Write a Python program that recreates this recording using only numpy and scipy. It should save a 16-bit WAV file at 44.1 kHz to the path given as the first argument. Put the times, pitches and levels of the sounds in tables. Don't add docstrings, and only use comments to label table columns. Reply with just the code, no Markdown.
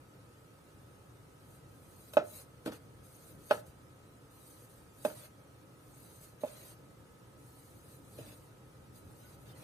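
import sys
import numpy as np
from scipy import signal
from scipy.fft import rfft, irfft, next_fast_len
from scipy.io import wavfile
from scipy.ndimage import uniform_filter1d

SR = 44100
rng = np.random.default_rng(int(sys.argv[2]) if len(sys.argv) > 2 else 0)


def magnitude_from_level(level_db):
    exponent = np.asarray(level_db, float) / 20
    return 10 ** exponent


def log_audio(samples):
    frames = np.atleast_2d(samples).T
    limited = np.clip(frames, -1, 1)
    pcm = np.round(limited * 32767).astype(np.int16)
    wavfile.write(sys.argv[1], SR, pcm)


N = 424683

# time in seconds,
# level in dB, then against that level in dB the modes under 450 Hz, near 1500 Hz and near 4200 Hz.
IMPACTS = [(2.1354, -43, -22, -4, -5), (2.1691, -10, -45, -16, -33), (2.6598, -42.5, 20.5, -1, -6.5),
           (2.672, -42, 8, -12, -26), (2.7205, -56, 8, 1.5, -5), (3.5095, -16.5, -21, -7, -27),
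           (5.0496, -23, -10.5, -11.5, -24), (5.101, -54, -7, 4, -18), (6.4352, -23, -17, -39, -48),
           (8.186, -47.5, 10, -29, -19)]


def rms_one(x):
    return x / np.sqrt(np.mean(x ** 2) + 1e-20)


def at_hz(points, hz):
    table_hz, value = np.transpose(points)
    return np.interp(np.log(hz), np.log(table_hz), value)


def drift(rate_hz):
    step = 40
    pole = np.exp(-2 * np.pi * rate_hz * step / SR)
    white = rng.standard_normal(N // step + 2002)
    slow = signal.lfilter([1], [1, -2 * pole, pole * pole], white)[2000:]
    return np.interp(np.arange(N) / step, np.arange(len(slow)), rms_one(slow))


def decay_per_sample(t60_s):
    return magnitude_from_level(-60 / (t60_s * SR))


def sides(x, left_right_db):
    return x * magnitude_from_level(np.multiply.outer([.5, -.5], left_right_db))


def coloured(spectrum):
    # frequency in Hz, correlation.
    likeness = [(60, .96), (130, 0.93), (290, 0.71), (640, .3), (1410, -0.033), (3100, -0.14), (5200, 0.13),
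                (6200, .6), (7240, 0.24), (8270, 0.41), (9300, 1), (10300, 0.61), (11400, .3),
                (12400, 0.59), (13400, 0.66), (15500, 1)]
    # frequency in Hz, left-right in dB.
    ports = [(60, 1.5), (300, -1), (3000, 0), (5200, -0.5), (6200, -3), (7240, -1), (8270, -7),
             (9300, -9.5), (10300, 8), (11400, 8), (12400, 8), (13400, 1), (14500, 0.5), (15500, 0)]
    size = next_fast_len(N)
    hz = np.maximum(np.fft.rfftfreq(size, 1 / SR), 1)
    alike = np.clip(at_hz(likeness, hz), -1, 1)
    mid, side = rfft(rng.standard_normal((2, size))) * magnitude_from_level(at_hz(spectrum, hz))
    pair = np.sqrt(1 + alike) * mid + np.sqrt(1 - alike) * side * [[1], [-1]]
    return rms_one(irfft(sides(pair, at_hz(ports, hz)), size)[:, :N])


def patchy_treble(x, depth_db):
    hz, _, cells = signal.stft(x, SR, nperseg=2048)
    patches = uniform_filter1d(rng.standard_normal(cells.shape[1:]), size=5, axis=0)
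    patches = rms_one(uniform_filter1d(patches, size=2, axis=1))
    treble = np.clip(hz / 6000, 0, 1)[:, None]
    gain = magnitude_from_level(depth_db * np.minimum(patches, 1.2) * treble)
    mean_power = uniform_filter1d(uniform_filter1d(gain ** 2, size=61, axis=0), size=5, axis=1)
    return signal.istft(cells * gain / np.sqrt(mean_power), SR, nperseg=2048)[1][:, :N]


def room():
    # frequency in Hz, relative density in dB per Hz.
    spectrum = [(15, -66), (25, -76), (43, -11.5), (123, 0), (199, -8.5), (228, -10.5), (254, -10.5),
                (291, -6), (380, -11), (526, -9), (618, -17), (901, -17), (1120, -20.5), (1250, -21),
                (1350, -19), (1970, -25.5), (4670, -32.5), (9160, -32.5), (15700, -39.5)]
    # time in seconds, bass level in dB.
    rumble = [(0.0, -62), (1.48, -62.5), (1.69, -60), (2.6, -62.5), (2.82, -58), (3.08, -61), (3.41, -57.5),
              (4.1, -61.5), (6.06, -62), (6.89, -60.5), (7.83, -61.5), (8.26, -56), (8.45, -62),
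              (9.01, -57), (9.63, -56.5)]
    air = magnitude_from_level(-58) * coloured(spectrum)
    bass = signal.sosfiltfilt(signal.butter(1, 300, fs=SR, output="sos"), air)
    s, rumble_db = np.transpose(rumble)
    bass_db = np.interp(np.arange(N) / SR, s, rumble_db) + 1.24 * drift(7.8)
    return air - bass + rms_one(bass) * magnitude_from_level(bass_db)


def tones():
    # frequency in Hz, level in dB rms, rms frequency wander in Hz.
    lines = [(117, -70, 10), (274, -79, 7.5), (1228, -78.5, 4.4), (1283, -73, 1.2)]
    out = np.zeros((2, N))
    for hz, level_db, width_hz in lines:
        phase = 2 * np.pi * np.cumsum(hz + width_hz * drift(11)) / SR
        ear_phase = np.array([[0], [hz / 900]])
        out += np.sqrt(2) * magnitude_from_level(level_db + 0.5 * drift(6.1)) * np.sin(phase + ear_phase)
    return out


def strokes(rows, rise_db_per_s, fall_db_per_s):
    t, out_db = np.arange(N) / SR, np.full(N, -120.)
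    for start, length, first_db, last_db in rows:
        end = start + max(length, 1e-3)
        slide_db = np.interp(t, [start, end], [first_db, last_db])
        rise_db = rise_db_per_s * np.maximum(start - t, 0)
        fall_db = fall_db_per_s * np.maximum(t - end, 0)
        out_db = np.maximum(out_db, slide_db - rise_db - fall_db)
    return out_db


def blade_levels():
    # start in seconds, length in seconds,
    # hiss at start in dB, hiss at end in dB.
    slices = [(1.4, .16, -72, -65), (1.68, .41, -73, -60), (3.04, .27, -64, -59.5), (3.39, .1, -68, -57),
              (4.31, .17, -67, -59.5), (4.5, .15, -60.5, -62), (4.7, .2, -64, -73), (4.94, .09, -70, -57),
              (5.78, .23, -74, -60), (6.02, .17, -60.5, -62), (6.21, .035, -59, -55),
              (7.39, .21, -68, -63.5), (7.62, .2, -64.5, -66), (7.83, .12, -65, -61), (8.0, .17, -72, -59),
              (8.35, .14, -63, -72), (8.955, .02, -60, -61), (9.05, .15, -71, -65), (9.39, .07, -71, -66)]
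    # start in seconds, length in seconds,
    # hiss at start in dB, hiss at end in dB, rub against the hiss in dB.
    drags = [(2.136, .012, -50, -54, -30), (2.24, .12, -63, -49.5, -10), (2.36, .06, -49.5, -52, -11),
             (2.66, .03, -52, -58, 3), (2.721, .055, -54, -65, 1.5), (3.51, .09, -51, -59, -1.5),
             (3.665, .04, -61, -67, -9), (5.048, .09, -47, -57, -6), (5.15, .11, -57.5, -54.5, -3),
             (6.41, .23, -59.5, -57, -2.5), (6.65, .085, -55.5, -60.5, -4.5), (8.18, .16, -59, -60.5, 0.5),
             (9.2, .15, -64.5, -63.5, -2.5), (9.46, .06, -66, -64, 2.5), (9.55, .09, -66, -59, 1.5)]
    # time in seconds, rub level in dB.
    jolts = [(2.175, -62), (2.675, -45.5), (3.511, -33.5), (5.1, -52), (6.48, -54)]
    idle_hiss_db, idle_rub_db = -78, -75
    slice_rub_db = -9
    bite_db_per_s, lift_db_per_s = 2500, 600

    cut_db = strokes(slices, rise_db_per_s=600, fall_db_per_s=200)
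    drag_db = strokes([row[:4] for row in drags], bite_db_per_s, lift_db_per_s)
    drag_rubs = [(s, length, a + rub_db, b + rub_db) for s, length, a, b, rub_db in drags]
    drag_rub_db = strokes(drag_rubs, bite_db_per_s, lift_db_per_s)
    jolt_db = strokes([(s, 0, db, db) for s, db in jolts], bite_db_per_s, fall_db_per_s=650)
    hiss_db = np.maximum(np.maximum(cut_db, drag_db), idle_hiss_db)
    rub_db = np.max([cut_db + slice_rub_db, drag_rub_db, jolt_db], axis=0)
    return hiss_db, np.maximum(rub_db, idle_rub_db)


def friction(spectrum, level_db, grain_db):
    return coloured(spectrum) * magnitude_from_level(level_db + grain_db * (drift(19.6) + drift(200.6)))


def blade():
    # frequency in Hz, relative density in dB per Hz.
    hiss = [(2350, -44), (4000, 0.5), (4560, -4.5), (4910, -3), (5540, -14.5), (6290, 1), (7420, -5),
            (8370, 3), (10000, 0.5), (11900, 1.5), (12900, -0.5), (14200, -4), (15700, -4.5)]
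    # frequency in Hz, relative density in dB per Hz.
    rub = [(290, -28), (500, -7), (600, 2.5), (705, -11.5), (1260, -10), (2060, -13), (2500, -12),
           (2970, -14), (4560, -14.5), (5530, -21), (6500, -22), (8450, -40), (14300, -120)]
    hiss_db, rub_db = blade_levels()
    return friction(hiss, hiss_db, grain_db=0.6) + friction(rub, rub_db, grain_db=0.0)


def impact_samples():
    return np.round(np.array(IMPACTS)[:, 0] * SR).astype(int)


def ring(force, hz, t60_s):
    r, w = decay_per_sample(t60_s), 2 * np.pi * hz / SR
    return signal.lfilter([0, np.sin(w)], [1, -2 * r * np.cos(w), r * r], force + 1e-18)


def impact_colour_db(hz):
    anchors_hz = [240, 310, 450, 570, 880, 1500, 2600, 4200]
    colour_db = []
    for low, mid, top in np.array(IMPACTS)[:, 2:]:
        deepest = min(-2.5 + .65 * low, -1.5)
        near_880 = -5.5 + .27 * mid + .15 * low
        near_2600 = -13 + .55 * top
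        anchors_db = [deepest, low, low, 0, near_880, mid, near_2600, top]
        colour_db.append(np.interp(np.log(hz), np.log(anchors_hz), anchors_db))
    return np.array(colour_db)


def board_modes():
    KNOCK_HZ = 607
    # frequency in Hz, level in dB, t60 in seconds, left-right in dB.
    modes = [(192, -17.5, 0.19, 1), (235, -1.5, .1, -1), (314, -8, 0.18, -5.5), (480, -6.5, .15, 3),
             (KNOCK_HZ, 3.5, .115, -5), (700, -10, .09, -5), (827, 1, 0.11, 4), (918, -11, 0.26, 3),
             (1040, -5, 0.097, 1), (1316, 2.5, 0.082, 5), (1325, 0.5, .08, 5), (1480, 2.5, 0.035, 3),
             (1692, -6, 0.11, 5), (2060, -5, 0.039, -1), (2440, 2, 0.046, -3), (2562, 4.5, 0.055, 18.5),
             (2730, -3, .04, 21), (3070, 1.5, 0.033, 15), (3640, 7, 0.019, -9), (3840, 0, 0.038, -8),
             (4500, -26, 0.043, -9), (5350, -1.5, 0.021, 0), (5100, -28, 0.064, 2)]
    rebound_s, rebound_db = 0.014, -15
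    rows, at = np.array(IMPACTS), impact_samples()
    free, pressed = np.zeros((2, N)), np.zeros((2, N))
    chance, jitter = rng.standard_normal((len(rows), len(modes))), rng.standard_normal(N)
    chatter_db = np.where(rows[:, 2] > 0, -27, -34.5)
    for k, (hz, level_db, t60_s, pan_db) in enumerate(modes):
        force, chatter = np.zeros((2, N))
        force[at] = magnitude_from_level(rows[:, 1] + level_db + impact_colour_db(hz) + 0.95 * chance[:, k])
        chatter[at] = force[at] * magnitude_from_level(chatter_db)
        chatter = jitter * signal.lfilter([1], [1, -decay_per_sample(.17)], chatter + 1e-18)
        contact = np.exp(-2 * np.pi * hz / SR)
        push = signal.lfilter([1 - contact], [1, -contact], force)
        free -= (-1) ** k * sides(ring(push, hz, t60_s)[None], [pan_db])
        pressed += sides(ring(chatter, hz, 0.24 * t60_s)[None], [pan_db])
    latest = np.maximum(np.searchsorted(at, np.arange(N), "right") - 1, 0)
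    since_s = (np.arange(N) - at[latest]) / SR
    muffle_db = rebound_db * np.clip((since_s - rebound_s) / 0.0032, 0, 1)
    out = pressed + free * magnitude_from_level(muffle_db)
    return signal.sosfilt(signal.butter(4, 170, "high", fs=SR, output="sos"), out)


def crack():
    rows, burst = np.array(IMPACTS), np.zeros(N)
    burst[impact_samples()] = magnitude_from_level(rows[:, 1] + rows[:, 4] + 0.5)
    burst = signal.lfilter([1], [1, -decay_per_sample(0.027)], burst) * rng.standard_normal(N)
    return signal.sosfilt(signal.butter(2, [3000, 15000], "band", fs=SR, output="sos"), burst)


def from_the_right(x):
    left_lag = 7
    return np.array([np.pad(x[0], (left_lag, 0))[:N], x[1]])


def kitchen(x):
    t60_s, wall_cut_hz = 0.36, 6100
    size, dull = next_fast_len(N + SR), np.exp(-2 * np.pi * wall_cut_hz / SR)
    turn = -2j * np.pi * np.fft.rfftfreq(size)
    wall = (1 - dull) / (1 - dull * np.exp(turn))
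    echoes = np.zeros((2, len(turn)), complex)
    lags = (rng.uniform(.008, 0.027, 16) * SR).astype(int)
    for k, lag in enumerate(lags):
        loop = magnitude_from_level(-60 * lag / SR / t60_s) * wall * np.exp(turn * lag)
        echoes[k % 2] += loop / (1 - loop) * (-1) ** (k // 2)
    return irfft(echoes * rfft(x, size), size)[:, :N]


def pips():
    # start in seconds, length in seconds, frequency in Hz, peak level in dB.
    rows = [(9.228, .055, 1480, -63), (9.488, .03, 3600, -65), (9.528, .02, 3050, -65),
            (9.55, .035, 2000, -67)]
    t, out = np.arange(N) / SR, np.zeros(N)
    for start, length, hz, level_db in rows:
        shape = np.sin(np.pi * np.clip((t - start) / length, 0, 1))
        out += magnitude_from_level(level_db) * shape * np.sin(2 * np.pi * hz * t)
    return out


def scene():
    backdrop = patchy_treble(room(), depth_db=8.5) + tones()
    cutting = patchy_treble(blade(), depth_db=12.0)
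    board = board_modes() + crack()
    echo = magnitude_from_level(-28) * kitchen(board.mean(axis=0))
    return backdrop + cutting + from_the_right(board) + echo + pips()


def roll_off(x):
    return signal.sosfilt(signal.butter(12, 16490, fs=SR, output="sos"), x)


def record(dry):
    x = signal.sosfilt(signal.butter(2, 30, "high", fs=SR, output="sos"), dry)
    mix = signal.sosfilt(signal.cheby2(12, 50, 15950, fs=SR, output="sos"), x)
    return roll_off(mix)


dry = scene()
out = record(dry)
log_audio(out)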